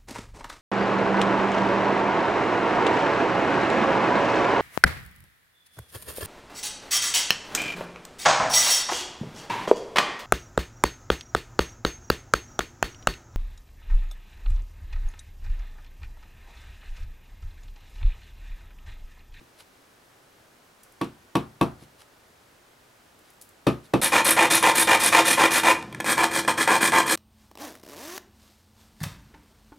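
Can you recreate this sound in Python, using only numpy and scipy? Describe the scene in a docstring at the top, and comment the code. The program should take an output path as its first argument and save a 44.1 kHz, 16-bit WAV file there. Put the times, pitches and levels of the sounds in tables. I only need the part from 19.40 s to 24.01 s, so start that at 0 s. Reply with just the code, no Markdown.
"""A quiet hiss and a soft bump are heard first; then a wood-mounted rubber stamp is knocked five times
onto an ink pad in a plastic case, on a table in a small room. Each knock is a double impact: the rubber
touches, then the block lands. The impacts excite damped normal modes, so the block clacks, the case
rattles and the table top booms, and the room reverberates. Around the knocks, tacky rubber peels off
the pad as its adhesive contacts break, and fingers tick on the wood."""
import sys
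import numpy as np
from scipy import signal
from scipy.fft import rfft, irfft
from scipy.io import wavfile

SR = 44100
rng = np.random.default_rng(int(sys.argv[2]) if len(sys.argv) > 2 else 0)


def file_out(sig):
    """Save sig as 16-bit WAV at sys.argv[1]."""
    # one column per channel
    cols = np.atleast_2d(sig).T
    # limit, then scale
    lim = np.clip(cols, -1, 1)
    pcm = np.round(lim * 32767).astype(np.int16)
    wavfile.write(sys.argv[1], SR, pcm)


N = 203124
RING = np.arange(SR // 2) / SR  # time since a contact, t/s

# Levels are relative; a spectrum lists density levels, and a coherence is that of left with right.
# background spectrum: f/Hz, level/dB
HISS_SPECTRUM = [(20, -11.5), (107, -1.5), (172, -5), (240, -3), (410, -2.5), (600, -3), (1060, -5.5),
                 (1500, -5.5), (2140, -10), (3740, -14), (10200, -20), (16000, -25)]
# background coherence: f/Hz, coherence
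HISS_COHERENCE = [(60, 1), (180, 0.86), (550, 0.37), (1650, 0.18), (4970, 0.62), (15000, 1)]
# spectrum of the room's response to a knock: f/Hz, level/dB
ECHO_SPECTRUM = [(30, -12), (100, -3), (300, -13), (600, 1.5), (1300, -5), (1900, -11.5), (2700, -9),
                 (4000, -13.5), (5000, -20.5), (5700, -20.5), (6500, -26), (11000, -26), (16000, -37)]
# coherence of the reflections: f/Hz, coherence
ECHO_COHERENCE = [(100, 0.96), (1000, 0.28), (4000, 0.82), (10000, 0.97)]
# reverberation time of the room: f/Hz, T60/s
ROOM_T60 = [(60, 0.29), (200, 0.71), (500, 0.37), (1200, 0.3), (3000, 0.21), (10000, 0.24)]
# rubber peeling and skin sliding: centre t/s, level/dB, half-width/s
PEEL_EVENTS = [(0.202, -50.5, 0.012), (2.428, -56.5, 0.017), (2.611, -54.5, 0.015), (3.883, -63.5, 0.026),
               (4.456, -54.5, 0.011)]
# spectrum of peeling: f/Hz, level/dB
PEEL_SPECTRUM = [(300, 5.5), (1100, 8), (2500, 4.5), (4000, 8.5), (7000, 0), (11000, 4.5), (16000, -19)]
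# fingers ticking on the block: t/s, level/dB
TICK_EVENTS = [(1.433, -43.5), (1.522, -51.5), (3.79, -53), (3.902, -49.5), (3.935, -55), (4.013, -38),
               (4.021, -41), (4.09, -48.5)]
# spectrum of a tick: f/Hz, level/dB
TICK_SPECTRUM = [(300, -17), (2000, -19.5), (4500, -9), (7000, -5), (10500, -0.5), (16000, -9)]
# the pad settling as the hand's weight shifts: t/s, level/dB
BUMP_EVENTS = [(.002, -41.5), (2.412, -36)]
# modal weighting of a soft push: f/Hz, level/dB
BUMP_COLOUR = [(100, 10.5), (350, 2.5), (1200, -2)]
# modes of the table top under the pad: f/Hz, level/dB, T60/s, gain per unit of place/dB
TABLE_MODES = [(68.7, -34, 0.41, 2), (124.8, -23, 0.3, 3.5), (154.7, -24, 0.29, 2.2), (200.5, -19, 0.16, 2),
               (223.5, -26, 0.3, 0.5), (262.2, -20.5, 0.22, 1.3), (289.5, -26, 0.27, 1),
               (330.7, -13.5, 0.14, -0.7), (351.7, -25.5, 0.3, 1), (374, -22, 0.21, 0),
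               (434.4, -23, 0.17, 3.5), (466.8, -22, 0.15, -4.5), (511.4, -24.5, 0.17, 2.5),
               (572.6, -21.5, 0.12, 2.5), (609, -33, 0.14, 1.5), (657.5, -27.5, 0.18, 3),
               (696, -22.5, 0.12, -3.5), (800, -22.5, 0.12, 0), (845, -27.5, 0.11, 2.5),
               (891, -25.5, 0.11, -2), (945.6, -22.5, 0.097, -2.8), (1021, -24.5, 0.12, 0.5),
               (1082, -39, 0.27, 3), (1131, -20.5, 0.092, -3.5), (1192, -29, 0.18, 4),
               (1249, -42.5, 0.26, 8.5), (1307, -33.5, 0.16, 4.5), (1300, -33, 0.055, -4)]
# modes of the plastic case: f/Hz, level/dB, T60/s, gain per unit of place/dB
CASE_MODES = [(1565, -43.5, 0.11, -6), (1783, -39.5, 0.12, 2), (2354, -41, 0.15, 2), (2530, -33, 0.13, 0.5),
              (2615, -29.5, 0.082, -1), (2710, -42, 0.13, 2), (3473, -34, 0.037, -1),
              (3670, -37, 0.081, 2.5), (5700, -44.5, 0.07, 0)]
# modes of the hand-damped block on the pad: f/Hz, level/dB, T60/s
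BLOCK_MODES = [(189.7, -10.5, 0.078), (281.2, -11, 0.057), (476, -8, 0.047), (653, -10, 0.046),
               (1021, -5, 0.02)]
# spectrum of rubber meeting the pad: f/Hz, level/dB
PAT_SPECTRUM = [(300, 1), (1200, -3), (2700, -10), (6000, -19), (16000, -30)]
# spectrum of the hard landing: f/Hz, level/dB
CRACK_SPECTRUM = [(300, 2.5), (800, -27), (1400, 4), (2000, -2), (2700, -4), (3800, -3), (4900, -13.5),
                  (5700, -8), (6500, -22), (8000, -14.5), (12000, -16), (16000, -35)]
# knocks: t/s, strength/dB, place (0 = mid-pad), rocking time/s, second edge/dB, hollow/dB, rattle/dB
KNOCK_EVENTS = [(1.6109, -6, -1.27, 0.03, -9, -2.5, 2), (1.9517, -1.5, -0.92, 0.012, -7.5, -4, 1.5),
                (2.2101, -.5, -0.92, 0.015, -8, -2.5, -1.5), (4.266, 1.27, 1.7, .014, -7, -5, 2),
                (4.535, 0, 0.2, 0.018, -20, 2, 1)]


def amp(db):
    """Amplitude ratio of a level in decibels."""
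    return 10 ** (np.asarray(db) / 20)


def unit(x):
    """Normalisation to an rms of 1."""
    return x / np.sqrt(np.mean(x ** 2) + 1e-20)


def along(points, hz):
    """Interpolation of (f/Hz, value) points on a logarithmic frequency axis."""
    f, v = np.transpose(points)
    return np.interp(np.log(hz + 1), np.log(f + 1), v)


def fade(t, t60):
    """Exponential decay of 60 dB in t60 seconds."""
    return amp(-60 * t / t60)


def rise(seconds):
    """First-order build-up with the given time constant."""
    return 1 - np.exp(-RING / seconds)


def filtered(x, gain):
    """Zero-phase filtering: the spectrum is multiplied by gain(f)."""
    size = x.shape[-1]
    return irfft(rfft(x) * gain(np.fft.rfftfreq(size, 1 / SR)), size)


def noise(spectrum, coherence, size=len(RING)):
    """Coloured stereo noise of rms 1; the ratio of mid to side power sets its coherence."""
    def mid_side_gain(hz):
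        angle = np.arccos(np.clip(along(coherence, hz), -1, 1)) / 2
        return amp(along(spectrum, hz)) * [np.cos(angle), np.sin(angle)]
    mid, side = filtered(rng.standard_normal((2, size)), mid_side_gain)
    return unit(np.array([mid + side, mid - side]))


def grainy(depth_db, rate_hz, size=len(RING)):
    """Random amplitude modulation of rms 1, as from many tiny contacts."""
    samples = np.arange(size)
    return unit(amp(depth_db * np.interp(samples * rate_hz / SR, samples, rng.standard_normal(size))))


def ring(hz, gain, t60):
    """Free vibration as a sum of damped modes; a complex gain shifts the phase."""
    return np.imag(gain @ (np.exp(2j * np.pi * hz[:, None] * RING) * fade(RING, t60[:, None])))


def add(track, s, sound):
    """Linear superposition of a sound on the track from s seconds on."""
    part = track[:, max(round(s * SR), 0):][:, :sound.shape[-1]]
    part += sound[..., :part.shape[-1]]


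def hiss(level_db=-57):
    """Stationary, partly coherent noise forms the background."""
    return amp(level_db) * noise(HISS_SPECTRUM, HISS_COHERENCE, N)


def room_tail(spectrum):
    """Reverberation: diffuse reflections decay at a rate that depends on frequency."""
    hz, t, bands = signal.stft(noise(spectrum, ECHO_COHERENCE), SR, nperseg=256)
    bands = bands * fade(t, along(ROOM_T60, hz)[:, None])
    return signal.istft(bands, SR, nperseg=256)[1][:, :len(RING)]


def peels():
    """Adhesion fails at many tiny contacts, giving short swells of grainy noise."""
    t = np.arange(N) / SR
    swell = sum(amp(db) / np.cosh(np.clip((t - s) / width, -20, 20)) for s, db, width in PEEL_EVENTS)
    return swell * grainy(depth_db=3, rate_hz=600, size=N) * noise(PEEL_SPECTRUM, [(1000, 0.92)], N)


def finger_ticks(echo_db=-15):
    """Brief contacts have broad spectra: the changing grip ticks brightly, with faint reverberation."""
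    out = np.zeros((2, N))
    for s, db in TICK_EVENTS:
        tick = noise(TICK_SPECTRUM, [(1000, 0.93)]) * fade(RING, t60=0.027)
        echo = amp(echo_db) * room_tail(TICK_SPECTRUM)
        add(out, s, amp(db) * (tick + echo) * rise(0.00048))
    return out


def table_top(place, colour, t60_factor=1, spread_db=1, spread_rad=0.2):
    """Modal interference: neighbouring modes start in opposite phase, so the boom swells."""
    hz, db, t60, place_db = np.transpose(TABLE_MODES)
    polarity = -np.cos(np.pi * np.arange(len(hz)))
    # each mode reaches left and right with a slightly different level and phase
    level_skew, phase_skew = rng.standard_normal((len(hz), 2)).T
    left_right = np.array([[1], [-1]])
    gain = polarity * amp(db + place * place_db + along(colour, hz) + spread_db * level_skew * left_right)
    phase = np.exp(1j * spread_rad * phase_skew * left_right)
    return ring(hz, gain * phase, t60_factor * t60) * rise(0.0049)


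def bumps():
    """A slowly applied force favours the table's low modes."""
    out = np.zeros((2, N))
    for s, db in BUMP_EVENTS:
        add(out, s, amp(db) * table_top(0, BUMP_COLOUR))
    return out


def rubber_pat(level_db=-29):
    """A compliant contact gives little treble: inked rubber pats the pad."""
    return amp(level_db) * noise(PAT_SPECTRUM, [(1000, 0.93)]) * fade(RING, t60=0.015) * rise(0.0007)


def plastic_case(place):
    """Modal excitation depends on the point of impact, here with random signs and level scatter."""
    hz, db, t60, place_db = np.transpose(CASE_MODES)
    polarity = rng.choice([-1, 1], len(hz))
    gain = amp(db + place * place_db + rng.normal(0, 2, len(hz)))
    return ring(hz, polarity * gain, t60) * rise(0.00095)


def wood_block(colour):
    """Heavily damped modes give the wood's thud and clack; the rubber cushions their onset."""
    hz, db, t60 = np.transpose(BLOCK_MODES)
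    return ring(hz, -amp(db + along(colour, hz)), t60) * rise(0.0029) ** 2


def landing(place, colour, rock_s, edge_db, crack_db=-21, echo_db=-28.5):
    """Impulsive excitation: the block bottoms out, rocks onto its other edge, and case and room ring."""
    case = plastic_case(place)
    contacts = amp(crack_db) * noise(CRACK_SPECTRUM, [(1000, 0.98)])
    contacts *= fade(RING, t60=0.029) * rise(0.00029)
    edge = amp(crack_db + edge_db) * noise(CRACK_SPECTRUM, ECHO_COHERENCE)
    edge *= fade(RING, t60=0.041) * rise(0.001)
    softened_edge = filtered(edge, lambda hz: amp(along([(3500, -4.5), (9000, -1)], hz)))
    add(contacts, rock_s, softened_edge)
    contacts *= grainy(depth_db=3, rate_hz=1170)  # the landing breaks up into many tiny contacts
    echo = amp(echo_db) * room_tail(ECHO_SPECTRUM) * rise(0.0029)
    padded = np.pad(case + contacts + echo, ((0, 0), (0, len(RING))))
    return filtered(padded, lambda hz: amp(along(colour, hz)))[:, :len(RING)]


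def knock_colour(strength_db, place, hollow_db, rattle_db):
    """Nonlinear contact: a harder knock drives more wood through the rubber. Gives f/Hz, level/dB."""
    body_db = 1.07 * strength_db
    return [(130, -0.5 + body_db - 3.5 * place),  # thud
            (290, 0),  # boom
            (606, hollow_db + body_db),  # hollow note
            (1100, 1.5 + body_db - 3.7 * place),  # clack
            (1650, -0.3 * place),  # case note
            (3300, rattle_db),  # rattle
            (9000, 0)]  # snap


def knocks(squash_s=0.002, damping_per_db=0.0084):
    """Two-stage impact: the rubber touches and compresses, then the block lands."""
    out = np.zeros((2, N))
    for s, db, place, rock_s, edge_db, hollow_db, rattle_db in KNOCK_EVENTS:
        colour = knock_colour(db, place, hollow_db, rattle_db)
        t60_factor = 0.96 * (1 - damping_per_db * db)  # a lighter hand damps the table less
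        add(out, s, amp(db) * (rubber_pat() + table_top(place, colour, t60_factor) + wood_block(colour)))
        add(out, s + squash_s, amp(db) * landing(place, colour, rock_s, edge_db))
    return out


def scene(pan_db=0.39):
    """Superposition of the stamp's sounds, slightly louder on the left, and the steady hiss."""
    stamp = knocks() + bumps() + finger_ticks() + peels()
    return stamp * amp([[pan_db], [-pan_db]]) + hiss()


def record(dry, cutoff_hz=15900):
    """Band limiting: an ideal low-pass filter removes the highest treble."""
    padded = np.pad(dry, ((0, 0), (0, len(RING))))
    return filtered(padded, lambda hz: hz < cutoff_hz)[:, :N]


dry = scene()
out = record(dry)
file_out(out)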